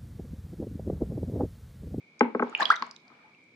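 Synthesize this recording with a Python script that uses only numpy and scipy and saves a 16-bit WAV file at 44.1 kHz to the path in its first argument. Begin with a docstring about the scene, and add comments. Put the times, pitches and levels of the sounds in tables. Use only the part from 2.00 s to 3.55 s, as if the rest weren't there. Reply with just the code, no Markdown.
"""Four hollow knocks come first: a bar of soap strikes the bottom of a plastic basin of water and
excites its bending modes, later nudging it faintly. A hand splashes in, and trapped air pockets
resonate as plops of rising pitch; the splash fizzes, then thins into drips and soft lapping.
A small hard-walled room answers with reflections and a short reverberation, over a faint steady hiss."""
import sys
import numpy as np
from scipy import signal
from scipy.fft import rfft, irfft
from scipy.io import wavfile

SR = 44100
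rng = np.random.default_rng(int(sys.argv[2]) if len(sys.argv) > 2 else 0)


def materialize(psi):
    """Save the field psi as 16-bit PCM at rate SR to the path in sys.argv[1].

    A 1-D psi becomes a single channel; in a 2-D psi each row is a channel.
    """
    bounded = np.clip(np.atleast_2d(psi).T, -1, 1)
    quanta = np.round(bounded * 32767).astype(np.int16)
    wavfile.write(sys.argv[1], SR, quanta)


N = 68355

# modes of the filled basin: (frequency [Hz], level [dB], base decay time T60 [s])
BASIN_MODES = [(237.3, -16.5, 0.2), (243.2, -5, 0.16), (282.3, -9.5, 0.16), (369, -5.5, 0.063),
               (424.2, -17, 0.17), (447.2, -2.5, 0.075), (478.8, -10, 0.061), (640, -14, 0.057),
               (732, -9, 0.04), (841.3, -3.5, 0.041), (906.5, -15, 0.041), (1106, -3, 0.031),
               (1284, 2.5, 0.018), (1534, -4, 0.031), (2133, 0, 0.012), (2209, -11.5, 0.041)]
# blows of the soap: (time [s], level [dB], contact bandwidth [Hz], low-mode gain [dB],
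# favoured frequency [Hz], weakened frequency [Hz], low-mode lag [ms], low-mode decay factor [ratio],
# relative crack level [dB], left minus right [dB])
SOAP_BLOWS = [(0.2075, -9.5, 2600, 1, 882, 356, 1.3, 1, -16, 2.5),
              (0.3481, -13, 1049, -1, 403, 855, 0.48, 0.49, -32.5, 3),
              (0.3944, -16, 1650, -1.5, 630, 860, 5.1, 0.89, -39, 4),
              (0.4229, -9.5, 1280, -6.5, 409, 2150, 1.2, 0.49, -26, 0.5),
              (0.811, -39.5, 270, 3, 233.6, 450, 2.08, 0.79, -43, 8),
              (0.8227, -22.5, 2000, -19, 1228, 426, 0.36, 0.77, -14.5, 4),
              (1.101, -49.5, 1506, -3.5, 1230, 448, 1.45, 1, -32.5, 9)]


def soap_knocks(low_mode_hz=422, spot_octaves=0.11, favoured_db=7, weakened_db=-4.5, right_lag_ms=0.16):
    """Modal vibration: the contact spot weights the modes, and the low, water-loaded ones arrive later."""
    out, t = np.zeros((2, N)), np.arange(SR // 3) / SR
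    for (start, db, bright_hz, low_db, favoured_hz, weakened_hz,
         lag_ms, stretch, crack_db, pan_db) in SOAP_BLOWS:
        sound = undb(crack_db) * tick(t, decay_s=0.0037, high_hz=bright_hz * 1.3, low_hz=700)
        for hz, mode_db, t60 in BASIN_MODES:
            lowness = 1 / (1 + (hz / low_mode_hz / 1.6) ** 4)  # near 1 for low modes, 0 for high
            width = 1 - lowness / 2  # low modes sit nearer the centre
            octaves_off = np.log2(hz / np.array([favoured_hz, weakened_hz]))
            favoured, weakened = np.exp(-(octaves_off / spot_octaves) ** 2)
            gain = undb(mode_db + lowness * low_db + favoured * favoured_db + weakened * weakened_db)
            gain /= np.sqrt(1 + (hz / bright_hz) ** 6)
            mode_lag_ms = lag_ms * min(low_mode_hz / hz, 1) ** 1.2
            delay_s = (mode_lag_ms + np.array([[0], [right_lag_ms * width]])) / 1000
            decay_s = t60 * stretch ** lowness / np.log(1000)
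            sound += gain * pan(pan_db * width) * ring(t - delay_s, hz, decay_s, rise=0, swell=0.95)
        add(out, start, undb(db) * sound)
    return butterworth(out, 5, 180, "high")  # the basin radiates little deep bass


PINCH_CYCLES, PINCH_S = 1.03, 0.00022  # onset of a bubble's tone: a part in periods, a part in seconds
# bubbles and drips, plus a soft ring after the first knock (0.25 s) and one drip's quick echo (0.5513 s):
# (time [s], starting frequency [Hz], level [dB], decay time [ms], initial rise [octaves/s],
# relative snap level [dB], left minus right [dB], right-side lag [ms])
PLOPS_AND_RINGS = [(0.194, 5000, -40.5, 2.2, 3.1, 0, 4.5, 0.036), (0.25, 902, -27.5, 11.7, 1, -38, 2.5, 0),
                   (0.433, 6270, -49.5, 1.1, 20, -28, -9, 0), (0.4705, 870, -27, 3, 5, -28, 0.5, 0),
                   (0.497, 6820, -34.5, 0.5, 5.4, -10.5, 2.5, 0),
                   (0.5262, 1284, -29, 2.7, 20, -35.5, -4, 0),
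                   (0.5497, 2705, -4.5, 1.14, 4, -51, -3.5, -.06),
                   (0.5513, 2470, -15, 1.5, 4, -45.5, 5, -.05), (0.577, 6960, -43.5, 1.5, 5, -5.5, 3, 0),
                   (0.5985, 848, -18, 5.6, 7, -28, -0.5, .15),
                   (0.6007, 5400, -32.5, 0.8, 5.5, -4.5, 1.5, 0),
                   (0.6055, 1700, -12.5, 4.4, 7, -28, -0.5, -.1), (0.6063, 6950, -27, 1.1, 12, -25, 1.5, 0),
                   (0.6212, 1057, -12.5, 6, 5, -24, 5.5, .15), (0.629, 3930, -19, 2.3, 8, -27, -8.5, .05),
                   (0.655, 3200, -10.5, 2.06, 20, -33.5, -9, .03),
                   (0.6543, 4610, -12.5, 0.56, 30, -31, -8.5, -0.025),
                   (0.6540, 11140, -42.5, 0.53, 5, -30, 4, 0.0017),
                   (0.7024, 1186, -2, 6.8, 46, -44.5, 1, .12), (0.7043, 3320, -20, 1.2, 5, -16, 0.5, 0),
                   (0.7029, 4660, -17, 0.78, 4.7, -15.5, -6, 0),
                   (0.7239, 972, -18.5, 4.9, 30, -24.5, -1, 0.13), (0.7334, 1347, -23, 6, 35, -27, -8, .1),
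                   (0.7405, 1880, -22, 3.9, 26, -28.5, -1, 0.014),
                   (0.758, 5900, -32.5, 1.67, 8, -14, -3, 0), (0.763, 3590, -27, 2.3, 25, -7, -2, 0),
                   (0.8235, 1056, -14, 3.24, 8, -15.5, 1.5, -.05),
                   (0.8229, 4380, -26, 0.88, 10, -11.5, 0.5, 0), (0.866, 6880, -49, 0.81, 10, -1, 2, 0),
                   (0.9115, 4890, -20, 0.44, 20, -17.5, -5, -.05),
                   (0.963, 3860, -31.5, 0.76, 15, -11, -10, 0),
                   (1.0803, 4550, -37.5, 0.55, 10, -16, 3.5, 0), (1.1163, 1193, -43, 2.5, 19, -32, 9.5, 0),
                   (1.24, 858, -57.5, 28, 0.65, -40.5, 6, -0.064),
                   (1.348, 2586, -46, 1.77, 8.5, -24, -9, 0), (1.44, 7670, -57.5, 0.43, 10, -5, 11, -0.012)]


def plops_and_rings():
    """Damped resonance: a snap and a rising tone, as when an air pocket closes and nears the surface."""
    out, t = np.zeros((2, N)), np.arange(SR // 16) / SR
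    for start, hz, db, decay_ms, rise, snap_db, pan_db, lag_ms in PLOPS_AND_RINGS:
        delay_s = np.maximum([[-lag_ms], [lag_ms]], 0) / 1000
        tone = ring(t - delay_s, hz, decay_ms / 1000, rise, swell=PINCH_CYCLES + PINCH_S * hz)
        snap = undb(snap_db) * tick(t, decay_s=0.0011, high_hz=4300 + hz / 2, low_hz=hz)
        add(out, start, undb(db) * pan(pan_db) * (tone + snap))
    return out


def tiny_bubble(t, hz, place, phase, decay_cycles, swell):
    """Damped resonance of one bubble in a cloud, placed by level and phase differences between sides."""
    delay_s = np.array([[phase], [1 - phase]]) / hz / 2
    return pan(3.5 * (2 * place - 1)) * ring(t - delay_s, hz, decay_cycles / hz, rise=15, swell=swell)


# how hard the water is stirred: (time [s], level [dB])
STIRRING = [(0, -90), (.2, -60.5), (0.301, -60), (.44, -47), (0.521, -45.5), (0.589, -39), (0.603, -25.5),
            (0.629, -18.5), (0.642, -34.5), (0.692, -33.5), (0.714, -25.5), (0.762, -55.5), (0.823, -42),
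            (0.902, -49), (0.997, -66), (1.12, -55), (1.3, -59.5), (1.55, -88.5)]
# spectrum of water pushed about by the hand: (frequency [Hz], relative spectral level [dB])
SLOSH_SPECTRUM = [(100, -28.5), (230, -3.5), (380, -11), (600, 0), (900, -1), (1500, -1.5), (2500, -10.5),
                  (5000, -20.5), (9000, -42), (15000, -64.5)]


def splash(bubbles_per_s=650, low_hz=766, high_hz=5200, tilt_db_per_octave=-4):
    """Air entrainment: stirred water sloshes and sheds tiny bubbles, both louder with harder stirring."""
    out, t = np.zeros((2, N)), np.arange(SR // 40) / SR
    times, stir_db = np.array(STIRRING).T
    slosh_db = np.interp(np.arange(N) / SR, times, stir_db) - 8
    slosh = undb(slosh_db) * noise(colour(SLOSH_SPECTRUM), wide_hz=593)
    for when, pitch, strength, place, phase in rng.random((int(bubbles_per_s * N / SR), 5)):
        start = when * N / SR
        hz = low_hz * (high_hz / low_hz) ** pitch
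        db = np.interp(start, times, stir_db) - 11 + tilt_db_per_octave * np.log2(hz / low_hz)
        scatter_db = -5 * np.log(max(strength, .04))  # a few bubbles stand out
        tone = tiny_bubble(t, hz, place, phase, decay_cycles=5.3, swell=PINCH_CYCLES)
        add(out, start, undb(db + scatter_db) * tone)
    return out + slosh


# moments when the surface tears: (time [s], duration [s], level [dB])
SURFACE_TEARS = [(0.599, 0.035, -37.5), (0.682, 0.0071, -47), (0.702, 0.027, -35), (0.757, 0.0092, -42)]


def fizz(bubbles_per_s=1400, low_hz=3314, high_hz=10500, tilt_db_per_octave=-8.5):
    """Superposition: where the surface tears, the brief tones of minute bursting bubbles merge."""
    out, t = np.zeros((2, N)), np.arange(SR // 100) / SR
    for start, duration, db in SURFACE_TEARS:
        for k, (when, pitch, strength, place, phase) in enumerate(rng.random((256, 5))):
            after_s = (k + when) / bubbles_per_s
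            if after_s < duration:
                hz = low_hz * (high_hz / low_hz) ** pitch
                scatter_db = -4.5 * np.log(max(strength, .04))
                gain = undb(db + tilt_db_per_octave * np.log2(hz / low_hz) + scatter_db)
                tone = tiny_bubble(t, hz, place, phase, decay_cycles=4, swell=PINCH_CYCLES + PINCH_S * hz)
                add(out, start + after_s, gain * tone)
    return out


# early wall reflections: (left delay [ms], right delay [ms], level [dB])
REFLECTIONS = [(2.52, 2.4, -14.5), (6.2, 6.1, -32), (21.65, 37, -21.5), (27.6, 9.7, -27.5), (47.2, 44, -26),
               (70.8, 93, -30.5)]
# spectrum of the reverberant tail: (frequency [Hz], relative level [dB])
TAIL_SPECTRUM = [(100, -10.5), (240, 4), (500, 2.5), (900, 0), (1500, -5), (3000, 0), (6000, -5),
                 (12000, -15)]


def room_response(low_t60_s=0.3, treble_t60_s=0.31, build_s=0.0027, tail_db=-9):
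    """Reverberation: a few discrete wall reflections and a diffuse field that decays exponentially."""
    t, spectrum = np.arange(N) / SR, colour(TAIL_SPECTRUM)
    diffuse = noise(spectrum, wide_hz=544.2)
    low = butterworth(diffuse, 1, 2500, "low")
    tail = low * undb(-60 * t / low_t60_s) + (diffuse - low) * undb(-60 * t / treble_t60_s)
    tail *= 1 - np.exp(-(t / build_s) ** 2)
    tail /= np.sqrt(np.sum(tail ** 2) / 2)  # unit energy per side
    response = undb(tail_db) * tail * np.sqrt(np.mean(spectrum ** 2))
    for left_ms, right_ms, db in REFLECTIONS:
        delay_s = np.array([[left_ms], [right_ms]]) / 1000
        response += undb(db) * np.sinc((t - delay_s) * SR)
    return response


# spectrum of the room's steady noise: (frequency [Hz], relative spectral level [dB])
AMBIENT_SPECTRUM = [(25, -10.5), (55, -15.5), (100, -4.5), (165, 3), (240, 2), (400, -3), (700, -11.5),
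                    (1500, -16.5), (2800, -19), (4000, -19), (7000, -30.5), (10000, -38.5), (15000, -49)]


def background(floor_db=-64.5, whine_db=-62, whine_hz=2298, whine_width_hz=130):
    """Stationary noise: a quiet broadband floor and a narrow band of hiss, heard as a whine."""
    band = np.exp(-((np.fft.rfftfreq(N, 1 / SR) - whine_hz) / whine_width_hz) ** 2 / 2)
    floor = undb(floor_db) * noise(colour(AMBIENT_SPECTRUM), wide_hz=710)
    return floor + undb(whine_db) * noise(band, wide_hz=710)


def ring(t, hz, decay_s, rise, swell):
    """Damped oscillation from t = 0, building over `swell` cycles, first gliding at `rise` octaves/s."""
    t = np.maximum(t, 0)
    phase = 2 * np.pi * hz * (t + np.log(2) * rise * t * t / 2)
    onset = 1 - np.exp(-(t * hz / swell) ** 2)
    return np.sin(phase) * np.exp(-t / decay_s) * onset


def tick(t, decay_s, high_hz, low_hz):
    """Band-limited transient: a burst of noise with a fast exponential decay."""
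    burst = rng.standard_normal((2, len(t))) * np.exp(-t / decay_s)
    thinned = butterworth(burst, 4, low_hz, "high")
    return 2 * butterworth(thinned, 6, min(high_hz, SR / 3), "low")


def noise(gain, wide_hz):
    """Partial coherence: shaped stereo noise of rms 1, alike on both sides below wide_hz."""
    hz = np.fft.rfftfreq(N, 1 / SR)
    mid, side = rfft(rng.standard_normal((2, N)))
    side = side * hz ** 2 / (hz ** 2 + wide_hz ** 2)
    x = irfft(np.array([mid + side, mid - side]) * gain, N)
    return x / x.std()


def colour(points):
    """Spectral envelope: gain per bin from (frequency [Hz], level [dB]) points."""
    hz, db = np.array(points, float).T
    return undb(np.interp(np.log(np.fft.rfftfreq(N, 1 / SR) + 1), np.log(hz), db))


def butterworth(x, order, hz, kind):
    """Maximally flat low-pass or high-pass filtering."""
    return signal.sosfilt(signal.butter(order, hz, kind, fs=SR, output="sos"), x)


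def undb(db):
    """Amplitude ratio of a level in decibels."""
    return 10 ** (np.asarray(db) / 20)


def pan(db):
    """Level difference as left and right gains."""
    return undb(np.array([[db], [-db]]) / 2)


def add(out, start, sound):
    """Superposition of a stereo sound at a time in seconds."""
    i = int(np.clip(start * SR, 0, N - 1))
    out[:, i:i + sound.shape[1]] += sound[:, :N - i]


def scene():
    """Convolution: the direct sound of soap and water is joined by the room's answer and steady noise."""
    response, ambient = room_response(), background()
    direct = soap_knocks() + plops_and_rings() + splash() + fizz()
    reverberant = signal.fftconvolve(direct, response, axes=1)[:, :N]
    return direct + reverberant + ambient


def record(dry, bass_hz=90, top_hz=15700):
    """Band limiting: the deep bass is thinned and the highest treble cut steeply."""
    thinned = butterworth(dry, 2, bass_hz, "high")
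    return signal.sosfilt(signal.ellip(8, .2, 70, top_hz, fs=SR, output="sos"), thinned)


dry = scene()
out = record(dry)
materialize(out)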